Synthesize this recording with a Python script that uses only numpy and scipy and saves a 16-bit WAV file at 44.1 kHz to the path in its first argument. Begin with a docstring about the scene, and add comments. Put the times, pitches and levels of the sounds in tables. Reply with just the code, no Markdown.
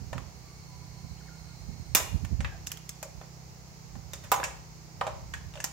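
"""An open engine bay outdoors, a step from the two microphone ports of a small camera.
Steel sockets and an extension bar click, clink and knock: each blow rings panels, bar and socket,
now and then something loose buzzes on, and floor, bonnet and walls echo. Far off a machine hums,
the air rustles, insects hiss in the trees and a bird whistles faintly. Wind buffets the right port."""
import sys
import numpy as np
from scipy import signal
from scipy.fft import rfft, irfft
from scipy.io import wavfile
from scipy.ndimage import uniform_filter1d

SR = 44100
rng = np.random.default_rng(int(sys.argv[2]) if len(sys.argv) > 2 else 0)


def master(y):
    """Save y as 16-bit WAV."""
    cut = np.clip(np.atleast_2d(y).T, -1, 1)
    pcm = np.round(cut * 32767)  # scale
    wavfile.write(sys.argv[1], SR, pcm.astype(np.int16))


N = 252252


def undb(db):
    return 10 ** (np.asarray(db) / 20)


def unit(x):
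    return x / np.sqrt(np.mean(x ** 2))


def band(x, low_hz, high_hz):
    return signal.sosfilt(signal.butter(2, [low_hz, high_hz], "band", fs=SR, output="sos"), x + 1e-18)


def curve(rows):
    """Straight lines through (time [s], value) points."""
    return np.interp(np.arange(N) / SR, *np.transpose(rows))


def walk(rate):
    """Random levels held 1 / rate s and smoothed twice; RMS 1."""
    hold = int(SR / rate)
    steps = np.repeat(rng.standard_normal(N // hold + 1), hold)
    return unit(uniform_filter1d(uniform_filter1d(steps, hold), hold)[:N])


def add(out, start_s, x):
    i = int(start_s * SR)
    out[..., i:i + x.shape[-1]] += x[..., :N - i]


def wind():
    """Turbulence on each port on its own; strong gusts reach higher; single eddies thump on the right."""
    # wind on the sheltered left port and on the exposed right port: (time [s], level [dB])
    lee = [(0, -78), (.65, -48.5), (.9, -67), (2.3, -62), (2.43, -33), (2.75, -59.5), (3.7, -50),
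           (4.05, -56), (4.4, -45.5), (4.9, -53), (5.18, -42), (5.4, -51)]
    gusts = [(0, -39.5), (.16, -36.5), (.6, -56), (.72, -45.5), (1, -45.5), (1.32, -50.5), (1.78, -39),
             (2.35, -36.5), (2.58, -43.5), (2.99, -61), (3.18, -38), (3.24, -77), (3.94, -44.5),
             (4.75, -55), (5.5, -41.5), (5.72, -60)]
    # eddies hitting the right port: (time [s], level [dB])
    eddies = [(0.009, -28.5), (1.039, -33), (1.101, -36.5), (1.681, -29), (1.709, -32), (1.788, -32.5),
              (2.137, -16.5), (2.229, -25.5), (2.32, -19.5), (2.391, -21.5), (3.958, -28), (5.371, -43)]
    wake_db, wake_s, thump_hz = -6.5, 0.017, 165
    t = np.arange(N) / SR
    gust_db = np.array([curve(lee), curve(gusts)])
    gain = undb(gust_db)
    for s, db in eddies:  # each stirs up a brief swell of turbulence
        gain[1] += undb(db + wake_db) * np.exp(-((t - s - .01) / wake_s) ** 2)
    noise = rng.standard_normal((4, N))
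    rumble = unit(band(noise[:2], 45.7, 105.7))
    flutter = unit(band(band(noise[2:], 69, 187), 83, 440))
    flutter_db = 1.86 * (gust_db + 34) - 5.5 + 4 * walk(30)
    out = gain * (rumble + undb(flutter_db) * flutter)
    t = np.arange(int(.04 * SR)) / SR - .0095
    thump = np.sin(2 * np.pi * thump_hz * t + 2.57) * np.exp(-(t * thump_hz / 0.69) ** 2)
    for s, db in eddies:
        add(out[1], s, undb(db) * thump)
    return out


def machine_hum():
    """Steady harmonics of a slow machine far off, louder on the right."""
    # partials of the hum: (multiple of the base pitch, level [dB])
    harmonics = [(2, -58.5), (4, -55.5), (5, -55), (6, -63), (7, -71)]
    base_hz = 31.74
    phase = 2 * np.pi * np.cumsum(base_hz * (1 + 0.0016 * walk(2.06))) / SR
    hum = sum(undb(db + 1.8 * walk(4.024)) * np.sqrt(2) * np.sin(k * phase) for k, db in harmonics)
    return hum * undb([[-4], [3]])


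def air():
    """Distant rustle, unrelated at the two ports except in the bass."""
    # spectrum of the rustle: (frequency [Hz], relative density [dB])
    spectrum = [(120, -29), (200, -13.5), (340, -7), (423, -8.5), (588, -12.5), (774, -7), (1520, -17.5),
                (1790, -17.5), (2110, -15), (2360, -17), (3460, -23), (4900, -13), (6810, -13), (8960, -31),
                (15800, -24)]
    hz, db = np.transpose(spectrum)
    bin_hz = np.arange(N // 2 + 1) * SR / N + 1
    shape = undb(np.interp(np.log(bin_hz), np.log(hz), db, left=-200, right=-200))
    noise = rfft(rng.standard_normal((3, N)))
    shared = np.clip(1 - bin_hz / 900, 0, .8)
    ports = np.sqrt(shared) * noise[0] + np.sqrt(1 - shared) * noise[1:]
    return undb(-54) * unit(irfft(shape * ports, N))


def insects():
    """A chorus in the trees: narrow throbbing bands whose pitch wavers and at first sinks."""
    # bands of the chorus: (centre [Hz], width [Hz], relative level [dB])
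    voices = [(2230, 110, -7), (4110, 70, -8), (4430, 100, -2), (8860, 350, -11)]
    # swell of the whole chorus: (time [s], level [dB])
    swell = [(0, -69), (.6, -62), (1.9, -62), (2.4, -70), (4, -72), (5.72, -67)]
    sag_per_s, sag_s = .014, 2
    pitch = 1 + 0.0027 * walk(1.7) - sag_per_s * np.minimum(np.arange(N) / SR, sag_s)
    chorus = 0
    for hz, width_hz, db in voices:
        throb_sin, throb_cos = unit(band(rng.standard_normal((2, 2, N)), 3.1, width_hz / 2))
        phase = 2 * np.pi * hz * np.cumsum(pitch) / SR
        chorus += undb(db + walk(9.9)) * (throb_sin * np.sin(phase) + throb_cos * np.cos(phase))
    return chorus * undb(curve(swell))


def ring(modes, t, ring_scale, struck_hz, spread, port_rad, db_per_octave):
    """Each mode is three close neighbours, phased apart at the ports, favoured near struck_hz; peak 1."""
    hz, db, t60 = np.repeat(modes, 3, axis=0).T[:, :, None]
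    strength, detune, phase = rng.standard_normal((3, len(hz), 1))
    angle = 2 * np.pi * hz * (1 + spread * detune) * t
    struck_db = db - db_per_octave * np.abs(np.log2(hz / struck_hz)) + 2.17 * strength
    envelope = undb(struck_db - 60 * t / (t60 * ring_scale))
    x = np.array([np.sum(envelope * np.sin(angle + side * port_rad * phase), axis=0) for side in (1, -1)])
    return x / np.abs(x).max()


def tool_blows():
    """A step away, one push rings the panels; a rattle of contacts excites bar and socket and cracks."""
    # blows, rebounds and slides: (time [s], bay [dB], bar [dB], socket [dB], crack [dB],
    # struck panel [Hz], struck bracket [Hz], ring time [factor], rise [ms])
    blows = [(0.129, -21, -40.5, -45, -60, 726, 1690, 0.53, 1.3),
             (0.18, -31.5, -40, -50, -61, 1160, 1900, 0.46, 0.27),
             (1.949, -21, -19.5, -17.5, -19, 720, 3150, 0.87, 0.16),
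             (1.963, -22, -31, -26.5, -34, 1190, 3490, 1.24, 6.5),
             (1.998, -21.5, -34, -42, -57, 790, 2540, 0.8, 5),
             (2.245, -39, -42.5, -47, -56, 850, 2090, 0.55, 4.5),
             (2.405, -32, -37, -44.5, -69, 680, 2130, 0.64, 0.84),
             (2.446, -37, -32, -71, -63, 634, 1780, 0.77, 0.45),
             (2.665, -65, -55, -45, -58, 848, 3500, 0.2, 0.88),
             (2.67, -54, -41, -31, -40, 848, 2400, 0.37, 0.24),
             (2.707, -65, -49, -62, -66, 1020, 1580, 0.23, 0.49),
             (2.717, -65, -38, -34.5, -39.5, 820, 3450, 0.45, 0.16),
             (2.772, -58, -49.5, -48, -52, 826, 3600, 0.53, 0.43),
             (2.892, -65, -42.5, -31.5, -40, 1040, 3570, 0.28, 0.13),
             (3.028, -27, -42, -36, -42.5, 650, 2430, 0.57, 0.43),
             (3.21, -34.5, -54, -69, -71, 696, 1500, 1, 3.7),
             (3.954, -37.5, -55, -64, -76, 750, 1740, 0.63, 0.44),
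             (4.133, -35, -40, -36.5, -47, 550, 3360, 0.79, 1.3),
             (4.232, -43, -47, -52, -60, 600, 1800, 1.8, 9),
             (4.322, -14, -29.5, -31.5, -35, 850, 2450, 0.6, 0.74),
             (4.3169, -7, -27.5, -28, -29, 964, 1510, 0.87, 0.36),
             (4.333, -13, -37, -38, -45, 1000, 3300, 0.57, 8.9),
             (4.399, -20, -37, -55, -65, 610, 1540, 0.35, 1.8),
             (4.431, -21, -34.5, -47, -58, 970, 1600, 0.28, 0.35),
             (4.437, -33, -30.5, -32, -45, 675, 1760, 1.1, 2.3),
             (5.011, -10.5, -34.5, -48, -62, 1010, 1840, 0.55, 0.6),
             (5.067, -19, -40, -42, -62, 690, 3060, 0.44, 0.94),
             (5.073, -22.5, -44, -51, -64, 620, 3000, 1.08, 2.1),
             (5.337, -45, -35, -42.5, -62, 930, 1830, 0.82, 0.31),
             (5.536, -47, -49, -56.5, -74, 538, 3290, 0.78, 2.4),
             (5.554, -38, -48, -52, -72, 620, 3200, 0.78, 0.87),
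             (5.573, -40, -47.5, -58, -73, 604, 2870, 1.1, 0.96),
             (5.602, -48, -40, -39, -60.5, 596, 1880, 0.7, 0.62),
             (5.64, -26, -33, -26.5, -35.5, 890, 1530, 0.58, 2.1)]
    # modes of the struck parts: (frequency [Hz], relative level [dB], t60 at factor 1 [s])
    bay_modes = [(368, 12, 0.048), (556.5, -4, 0.55), (614.4, 10.5, 0.056), (791, 3, 0.13), (997, -3, 0.2),
                 (1088, -11.5, 0.47), (1213, 6.5, 0.073)]  # panels and covers
    bar_modes = [(1510, -6, 0.07), (1800, 5, 0.08), (2500, 8, 0.04), (2900, 11, 0.04), (3400, 13, 0.04)]  # extension bar and brackets
    socket_modes = [(3600, -3, .11), (4780, -1, .08), (5220, -3, .12), (6430, 0, .12), (6860, -1, .24),
                    (7420, -6, .15), (8400, -6, .13), (11900, -8, .12), (13250, -7, .08)]
    rattle_decay_s, push_s = 0.008, .0015
    t = np.arange(int(.22 * SR)) / SR
    out = np.zeros((2, N))
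    for s, bay_db, bar_db, socket_db, crack_db, panel_hz, bracket_hz, ring_scale, rise_ms in blows:
        rise_s = rise_ms / 1000
        fade = np.exp(-np.maximum(t - rise_s, 0) / (rattle_decay_s * ring_scale))
        bay = ring(bay_modes, t, ring_scale, panel_hz, spread=.009, port_rad=.45, db_per_octave=19.9)
        panels = undb(bay_db) * bay * np.minimum(t / push_s, 1)
        contacts = rng.standard_normal(len(t)) ** 3 * fade ** 3
        contacts /= np.sqrt(np.sum(contacts ** 2))
        bar = ring(bar_modes, t, ring_scale, bracket_hz, spread=.047, port_rad=.95, db_per_octave=19.4)
        socket = ring(socket_modes, t, ring_scale, 7600, spread=.008, port_rad=2.8, db_per_octave=.87)
        steel = undb(bar_db + 10.5) * bar + undb(socket_db) * socket
        clink = signal.fftconvolve(steel, contacts[None], axes=1)[:, :len(t)]
        # too many modes to tell apart: noise over each part's range, a quick crack and a longer shiver
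        noise = rng.standard_normal((3, len(t)))
        noise = noise[0] + 1.335 * noise[1:]
        noise[0] = np.roll(noise[0], rng.integers(-1, 2))  # the spot may lie nearer to one port
        shiver = undb(-60 * t / (0.28 * ring_scale))
        dense = (band(noise * (fade + 0.58 * shiver), 800, 2680) * undb(bar_db + 0.5)
                 + band(noise * (fade + 0.6 * shiver), 5300, 7700) * undb(socket_db + 2)
                 + band(noise * (fade ** 1.6 + 0.18 * shiver), 11030, 14900) * undb(crack_db + 10)
                 + band(noise * (fade + 0.81 * shiver), 498, 1340) * undb(bay_db - 9.5))
        engine_jolt = band(noise * fade ** 2, 156, 760) * undb(crack_db + 7.5)
        attack = np.minimum(t / rise_s, 1) ** 2
        add(out, s, (panels + clink + dense + engine_jolt) * attack)
    return out * undb([[-.6], [.6]])


def yard_echo(x):
    """Diffuse echoes of floor, bonnet and walls, starting after the first wall."""
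    # bands of the echo: (low edge [Hz], high edge [Hz], t60 [s], level [dB])
    echo_bands = [(217, 1410, 0.56, -19), (1520, 4700, 0.53, -17.5), (4970, 12800, 0.51, -20)]
    wall_delay_s = .016
    t = np.arange(int(.6 * SR)) / SR
    tail = 0
    for low_hz, high_hz, t60, db in echo_bands:
        decay = unit(band(rng.standard_normal((2, len(t))), low_hz, high_hz)) * undb(-60 * t / t60)
        tail += undb(db) * band(decay, low_hz, high_hz) / np.sqrt(np.sum(decay ** 2) / 2)
    tail = np.pad(tail * np.minimum(t / 0.00062, 1), ((0, 0), (int(wall_delay_s * SR), 0)))
    return signal.fftconvolve(x, tail, axes=1)[:, :N]


def bird():
    """Far, near-pure notes that slide quickly at first and then settle; their level flickers."""
    # whistles: (time [s], length [s], start pitch [Hz], end pitch [Hz], level [dB])
    notes = [(.4, 0.24, 1165, 1150, -70), (0.682, 0.08, 1030, 982, -66), (0.794, 0.055, 1030, 990, -66),
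             (0.918, 0.08, 1040, 984, -66.5), (1.03, 0.065, 1077, 980, -65),
             (1.164, 0.034, 2170, 3230, -65), (1.199, 0.0257, 2200, 1350, -61),
             (1.277, 0.023, 2230, 1426, -60), (1.292, 0.086, 1394, 1423, -65),
             (1.437, 0.1, 1440, 1410, -71)]
    out = np.zeros(N)
    for s, length_s, start_hz, end_hz, db in notes:
        progress = np.linspace(0, 1, int(length_s * SR))
        hz = end_hz + (start_hz - end_hz) * (1 - progress) ** 2.3
        tone = np.sqrt(2) * np.sin(2 * np.pi * np.cumsum(hz) / SR)
        add(out, s, undb(db) * tone * signal.windows.tukey(len(tone), .4))
    return out * undb(2.5 * walk(60)) * np.ones((2, 1))


def loose_buzzes():
    """Something loose buzzes on after a blow: narrow trembling tones that fade away."""
    # buzzes in the bay: (time [s], length [s], pitch [Hz], level [dB])
    buzzes = [(2.481, 0.11, 1630, -51), (2.511, 0.085, 736, -52), (3.048, 0.033, 578, -49),
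              (4.357, 0.036, 6510, -41.5), (5.552, 0.057, 588, -45.5)]
    out = np.zeros(N)
    for s, length_s, hz, db in buzzes:
        n = int(length_s * SR)
        tremble = unit(band(rng.standard_normal(n), hz - 55, hz + 55))
        add(out, s, undb(db) * tremble * signal.windows.tukey(n, .4) * np.linspace(1, .2, n))
    return out


def scene():
    """Tools close by, the far sounds a little to the right, wind on the ports themselves."""
    work = tool_blows() + loose_buzzes()
    song = bird()
    far = air() + insects() + song + 2.1 * yard_echo(song)
    return work + yard_echo(work) + far * undb([[-1.25], [1.25]]) + wind() + machine_hum()


def record(dry):
    """The left port is duller; the camera rounds the loudest peaks and cuts deep bass and the top."""
    left = signal.sosfilt(signal.butter(1, 12000, fs=SR, output="sos"), dry[0])
    bass_cut = signal.sosfilt(signal.butter(6, 44, "high", fs=SR, output="sos"), [left, dry[1]])
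    return signal.sosfilt(signal.ellip(10, .2, 80, 16600, fs=SR, output="sos"), np.tanh(bass_cut))


dry = scene()
out = record(dry)
master(out)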